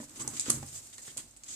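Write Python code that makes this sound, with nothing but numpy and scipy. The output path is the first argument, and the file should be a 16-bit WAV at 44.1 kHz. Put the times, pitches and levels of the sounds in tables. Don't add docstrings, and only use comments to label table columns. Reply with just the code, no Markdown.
import sys
import numpy as np
from scipy import signal
from scipy.fft import rfft, irfft
from scipy.io import wavfile

SR = 44100
rng = np.random.default_rng(int(sys.argv[2]) if len(sys.argv) > 2 else 0)


def transcribe(signal):
    frames = np.atleast_2d(signal).T
    limited = np.clip(frames, -1, 1)
    pcm = np.round(limited * 32767).astype(np.int16)
    wavfile.write(sys.argv[1], SR, pcm)


N = 68355
T = np.arange(N) / SR
FFT_SIZE = 2 ** 17
HZ = np.maximum(np.arange(FFT_SIZE // 2 + 1) * SR / FFT_SIZE, 1)

# (time [s], boom level [dB], change for the deepest tones [dB], clack level [dB], clack pitch [Hz])
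KNOCKS = [(.001, -36.5, -12.5, -49, 628), (0.029, -46, -9.5, -57.5, 910), (0.201, -47.5, 0, -51, 1030),
          (0.216, -40.5, -5, -51.5, 1240), (0.244, -53, 7, -57, 895), (0.276, -43, 3, -49, 823),
          (.333, -41.5, -15, -57.5, 1160), (0.463, -49, -7, -48, 1410), (.482, -33, -6, -48, 1240),
          (0.498, -33, -2.5, -39, 1270), (.541, -38, 1.5, -61, 1100), (.572, -46.5, 13.5, -61, 585),
          (.628, -42, -0.5, -47.5, 785), (0.726, -59, 15.5, -68, 794), (.981, -63, 0, -56, 1960),
          (1.079, -68, 18, -56, 1780), (1.165, -57, 4, -56.5, 610), (1.182, -55.5, 4, -58.5, 990),
          (1.243, -57.5, 5, -82, 686)]


def from_db(db):
    return 10 ** (np.asarray(db) / 20)


def rms_one(x):
    return x / np.sqrt(np.mean(x ** 2) + 1e-20)


def unit_energy(x):
    return x / np.sqrt(np.sum(x ** 2, axis=-1, keepdims=True) + 1e-20)


def at_hz(points, hz=HZ):
    frequencies, values = np.transpose(points)
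    return np.interp(np.log(hz), np.log(frequencies), values)


def level(points):
    return from_db(np.interp(T, *np.transpose(points)))


def colour(x, db):
    cepstrum = irfft(np.log(from_db(db)))
    n = len(cepstrum)
    cepstrum[1:n // 2] *= 2
    cepstrum[n // 2 + 1:] = 0
    response = np.exp(rfft(cepstrum))
    return irfft(rfft(x, n) * response, n)[..., :x.shape[-1]]


def add(out, start_s, sound):
    i = max(int(start_s * SR), 0)
    out[..., i:i + sound.shape[-1]] += sound[..., :N - i]


def spread(pair):
    # (frequency [Hz], likeness [0-1])
    likeness = [(100, 0.82), (300, 0.79), (700, 0.75), (1500, 0.071), (4000, 0), (14000, 0)]
    alike = np.clip(at_hz(likeness), 0, .99)
    mid, side = rfft(pair, FFT_SIZE) * np.sqrt([1 + alike, 1 - alike])
    return irfft(np.array([mid + side, mid - side]))[:, :pair.shape[1]]


def noise(tone):
    white = rng.standard_normal((2, N))
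    return rms_one(colour(spread(white), at_hz(tone)))


def slips(n, per_s, spread_db):
    out = np.zeros((2, n))
    for channel in out:
        happens = rng.random(n) < per_s / SR
        direction = rng.choice([-1, 1], n)
        strength = from_db(spread_db * np.minimum(rng.exponential(1, n), 4))
        channel[:] = happens * direction * strength
    return out


def background():
    # (frequency [Hz], level [dB])
    tone = [(15, -7), (28, -13), (45, 18), (70, 6), (115, 10), (170, 1), (280, -13.5), (600, 1),
            (1200, -7.5), (2800, -7.5), (4400, -4.5), (6800, -7.5), (8300, 1), (9200, -17), (14500, -13)]
    return from_db(-63.5) * noise(tone)


def cloth_rustle():
    # (time [s], level [dB])
    loudness = [(0, -47.5), (.04, -48.5), (.08, -57.5), (.13, -54.5), (.19, -51.5), (.26, -55), (.31, -50),
                (.56, -47), (.64, -53.5), (.68, -47.5), (.72, -48), (.77, -42), (.82, -51.5), (.9, -54),
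                (.96, -53), (1.11, -47), (1.145, -54.5), (1.22, -55), (1.28, -57), (1.42, -70),
                (1.46, -52.5), (1.55, -49)]
    # (frequency [Hz], level [dB])
    tone = [(150, -28), (500, -12), (1000, -16), (1900, -13.5), (3200, -11), (4300, -8.5), (5800, -5),
            (7000, 2.5), (8200, 2), (9400, -6), (11000, -11.5), (12500, -12), (14500, -18)]
    tug_db, tugs_per_s = 2.5, 70
    fibres = slips(N, per_s=9000, spread_db=2)
    tugs = from_db(tug_db * np.interp(T * tugs_per_s, np.arange(N), rng.standard_normal(N)))
    rustle = colour(spread(fibres * tugs), at_hz(tone))
    return level(loudness) * rms_one(rustle)


def drawer_shift():
    # (time [s], level [dB])
    loudness = [(0, -66), (.1, -59.5), (.18, -53.5), (.21, -47.5), (.35, -51), (.43, -58), (.49, -43.5),
                (.55, -47), (.65, -58), (.72, -63), (.95, -66), (1.1, -64), (1.2, -59), (1.3, -70),
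                (1.45, -65), (1.55, -58)]
    # (frequency [Hz], level [dB])
    tone = [(25, -21), (42, -9), (62, -39), (95, 2.5), (130, -8.5), (175, -10.5), (250, 0.5), (310, -1.5),
            (450, -13.5), (800, -17.5), (1250, -14), (2000, -18.5), (5000, -25)]
    return level(loudness) * noise(tone)


def drawer_booms():
    # (frequency [Hz], level [dB], time to fade by 60 dB [s])
    modes = [(41, -22, .6), (90.2, -15.5, 0.57), (120.7, -10, 0.29), (137.5, -7, 0.39), (201, -31, 0.45),
             (230, -4.5, 0.15), (240, -4, 0.14), (289, -5, 0.19), (334, -18, 0.14), (405, -21, 0.13)]
    push_s, deep_below_hz = 0.0025, 180
    out, t = np.zeros(N), T[:SR // 2]
    rings = np.array([from_db(db - 60 * t / fade_s) * np.cos(2 * np.pi * hz * t)
                      for hz, db, fade_s in modes])
    is_deep = np.array(modes)[:, 0] < deep_below_hz
    for start_s, db, deep_db, _, _ in KNOCKS:
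        add(out, start_s, from_db(db + deep_db * is_deep) @ rings)
    push = np.hanning(int(push_s * SR) + 3)
    return signal.fftconvolve(out, push / push.sum())[:N]


def drawer_clacks(size=8192):
    # (frequency [Hz], level [dB])
    tone = [(150, -20), (350, 5), (590, 5.5), (700, -3), (1200, 1), (1450, -6), (1900, -1.5), (4000, -18)]
    fade_s, peak_db, peak_octaves = 0.053, 14, 0.21
    energy_s = 0.0091
    out, t = np.zeros((2, N)), T[:size // 2]
    hz = np.linspace(1, SR / 2, size // 2 + 1)
    for start_s, _, _, db, pitch_hz in KNOCKS:
        rattle = rng.standard_normal((2, len(t))) * from_db(-60 * t / fade_s)
        boost_db = peak_db / (1 + (np.log2(hz / pitch_hz) / peak_octaves) ** 2)
        clack = unit_energy(colour(rattle, at_hz(tone, hz) + boost_db))
        add(out, start_s, from_db(db) * np.sqrt(energy_s * SR) * clack)
    return spread(out)


def scratch_tone(x, mid_db, top_db, size=8192):
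    # (frequency [Hz], level [dB])
    tone = [(200, -39), (900, -30), (2200, -19), (3400, -17), (5000, -10.5), (6200, -9.5), (6900, -2.5),
            (7600, -2), (8300, -1.5), (9000, -9.5), (9800, -12.5), (11000, -14), (12200, -26),
            (14500, -28.5)]
    # (frequency [Hz], width [Hz], level change [dB])
    rings = [(3060, 340, 2.5), (4170, 100, 3.5), (6300, 91, 9.5), (6940, 130, -1), (6900, 200, 7),
             (7540, 68, 1), (7910, 103, 9), (8510, 64, 7), (8950, 120, 4.5), (10830, 280, 6.5)]
    mid_below_hz, top_above_hz = 4720, 8650
    hz = np.linspace(1, SR / 2, size // 2 + 1)
    shelves_db = mid_db / (1 + (hz / mid_below_hz) ** 6) + top_db / (1 + (top_above_hz / hz) ** 12)
    rings_db = sum(db / (1 + (2 * (hz - centre) / width) ** 2) for centre, width, db in rings)
    return colour(x, at_hz(tone, hz) + shelves_db + rings_db)


def claw_clicks():
    # (time [s], level [dB], length [s], midrange [dB], top treble [dB])
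    clicks = [(0.094, -47.5, 0.0055, 11, 0), (0.2767, -28.5, 0.0011, -14.5, -4.5),
              (.2787, -29.5, 0.0011, -10.5, -3), (0.375, -41, 0.0023, 6, -21),
              (0.397, -22, 0.0016, -5, -9.5), (.4043, -29.5, 0.0024, -16, -36),
              (0.4079, -38, 0.0027, 1, -15), (0.411, -29.5, 0.0012, -4.5, 2), (0.499, -23.5, 0.003, -28, 4),
              (.502, -15.5, .0035, -4.5, 4), (.628, -45, 0.0062, -1, -14), (0.663, -44, 0.0043, -2, 10),
              (.981, -42, 0.0042, 12.5, 1), (1.171, -33.5, 0.0039, -1.5, 1), (1.177, -30, 0.0036, 4, 10),
              (1.309, -49.5, 0.0087, -17, -10), (1.364, -50.5, 0.0057, 12, 3), (1.37, -47, 0.0082, -14, 2),
              (1.4356, -42, 0.0039, 0.5, -20), (1.442, -45.5, 0.0052, -2, -5)]
    energy_s = 0.004
    out, t = np.zeros((2, N)), T[:2048]
    for start_s, db, length_s, mid_db, top_db in clicks:
        fade = np.exp(-1.3 * (t / length_s) ** 2)
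        burst = slips(len(t), per_s=9000, spread_db=0.5) * fade
        click = unit_energy(scratch_tone(burst, mid_db, top_db))
        add(out, start_s, from_db(db) * np.sqrt(energy_s * SR) * click)
    return out


def scratchy_strokes():
    # (time [s], length [s], level [dB], midrange [dB], top treble [dB])
    strokes = [(0.155, 0.021, -46, 10, 2.5), (0.193, 0.013, -39, 8.5, 2), (0.206, 0.015, -35, -5.5, -6),
               (0.333, .03, -43.5, 2, -12), (0.364, 0.017, -38, 9.5, -2), (0.403, 0.062, -46, 9, -16),
               (0.455, 0.061, -40, 9, -11), (0.521, 0.039, -41, -13, -11.5), (.74, 0.038, -46, -1, -9),
               (0.925, 0.017, -48.5, 12, 0), (1.017, 0.018, -48.5, -9, -6), (1.049, 0.0066, -50.5, 13, -12),
               (1.069, 0.037, -49.5, 16, -3), (1.172, 0.032, -45.5, 14, 3), (1.461, 0.015, -54, 13, -8),
               (1.479, .08, -43, 3, -10.5)]
    rise_s, fall_s = 0.0029, 0.0073
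    out, t = np.zeros((2, N)), T[:8192]
    for start_s, length_s, db, mid_db, top_db in strokes:
        swell = np.minimum(t / rise_s, 1) * np.exp(-np.maximum(t - length_s, 0) / fall_s)
        crackle = slips(len(t), per_s=5700, spread_db=3) * swell
        stroke = unit_energy(scratch_tone(crackle, mid_db, top_db))
        add(out, start_s, from_db(db) * np.sqrt(length_s * SR) * stroke)
    return out


def bedroom(x, early_db):
    early_fade_s = 0.025
    tail_db, tail_rise_s, tail_fade_s = -6, 0.0017, 0.21
    t = T[:SR // 2]
    early, tail = rng.standard_normal((2, 2, len(t)))
    early *= from_db(-60 * t / early_fade_s)
    tail *= from_db(-60 * t / tail_fade_s) * (1 - np.exp(-t / tail_rise_s))
    response = from_db(early_db) * unit_energy(early) + from_db(tail_db) * unit_energy(tail)
    response[:, 0] += 1
    return signal.fftconvolve(x, unit_energy(response), axes=1)[:, :N]


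def scene():
    drawer = drawer_booms() + bedroom(drawer_clacks(), early_db=-19) + drawer_shift()
    scratching = bedroom(claw_clicks(), early_db=-9) + bedroom(scratchy_strokes(), early_db=-3.5)
    return drawer + scratching + cloth_rustle() + background()


def record(dry):
    # (frequency [Hz], difference [dB])
    balance = [(100, -2.5), (400, 0), (750, -3), (1300, -3), (3000, 0), (5500, 2.2), (7000, 1), (8400, -7),
               (11000, -2), (14500, -4)]
    cutoff_hz = 14650
    lean_db = at_hz(balance) / 2
    stereo = np.array([colour(dry[0], lean_db), colour(dry[1], -lean_db)])
    treble_cut = signal.ellip(10, .3, 70, cutoff_hz, fs=SR, output="sos")
    return signal.sosfilt(treble_cut, stereo)


dry = scene()
out = record(dry)
transcribe(out)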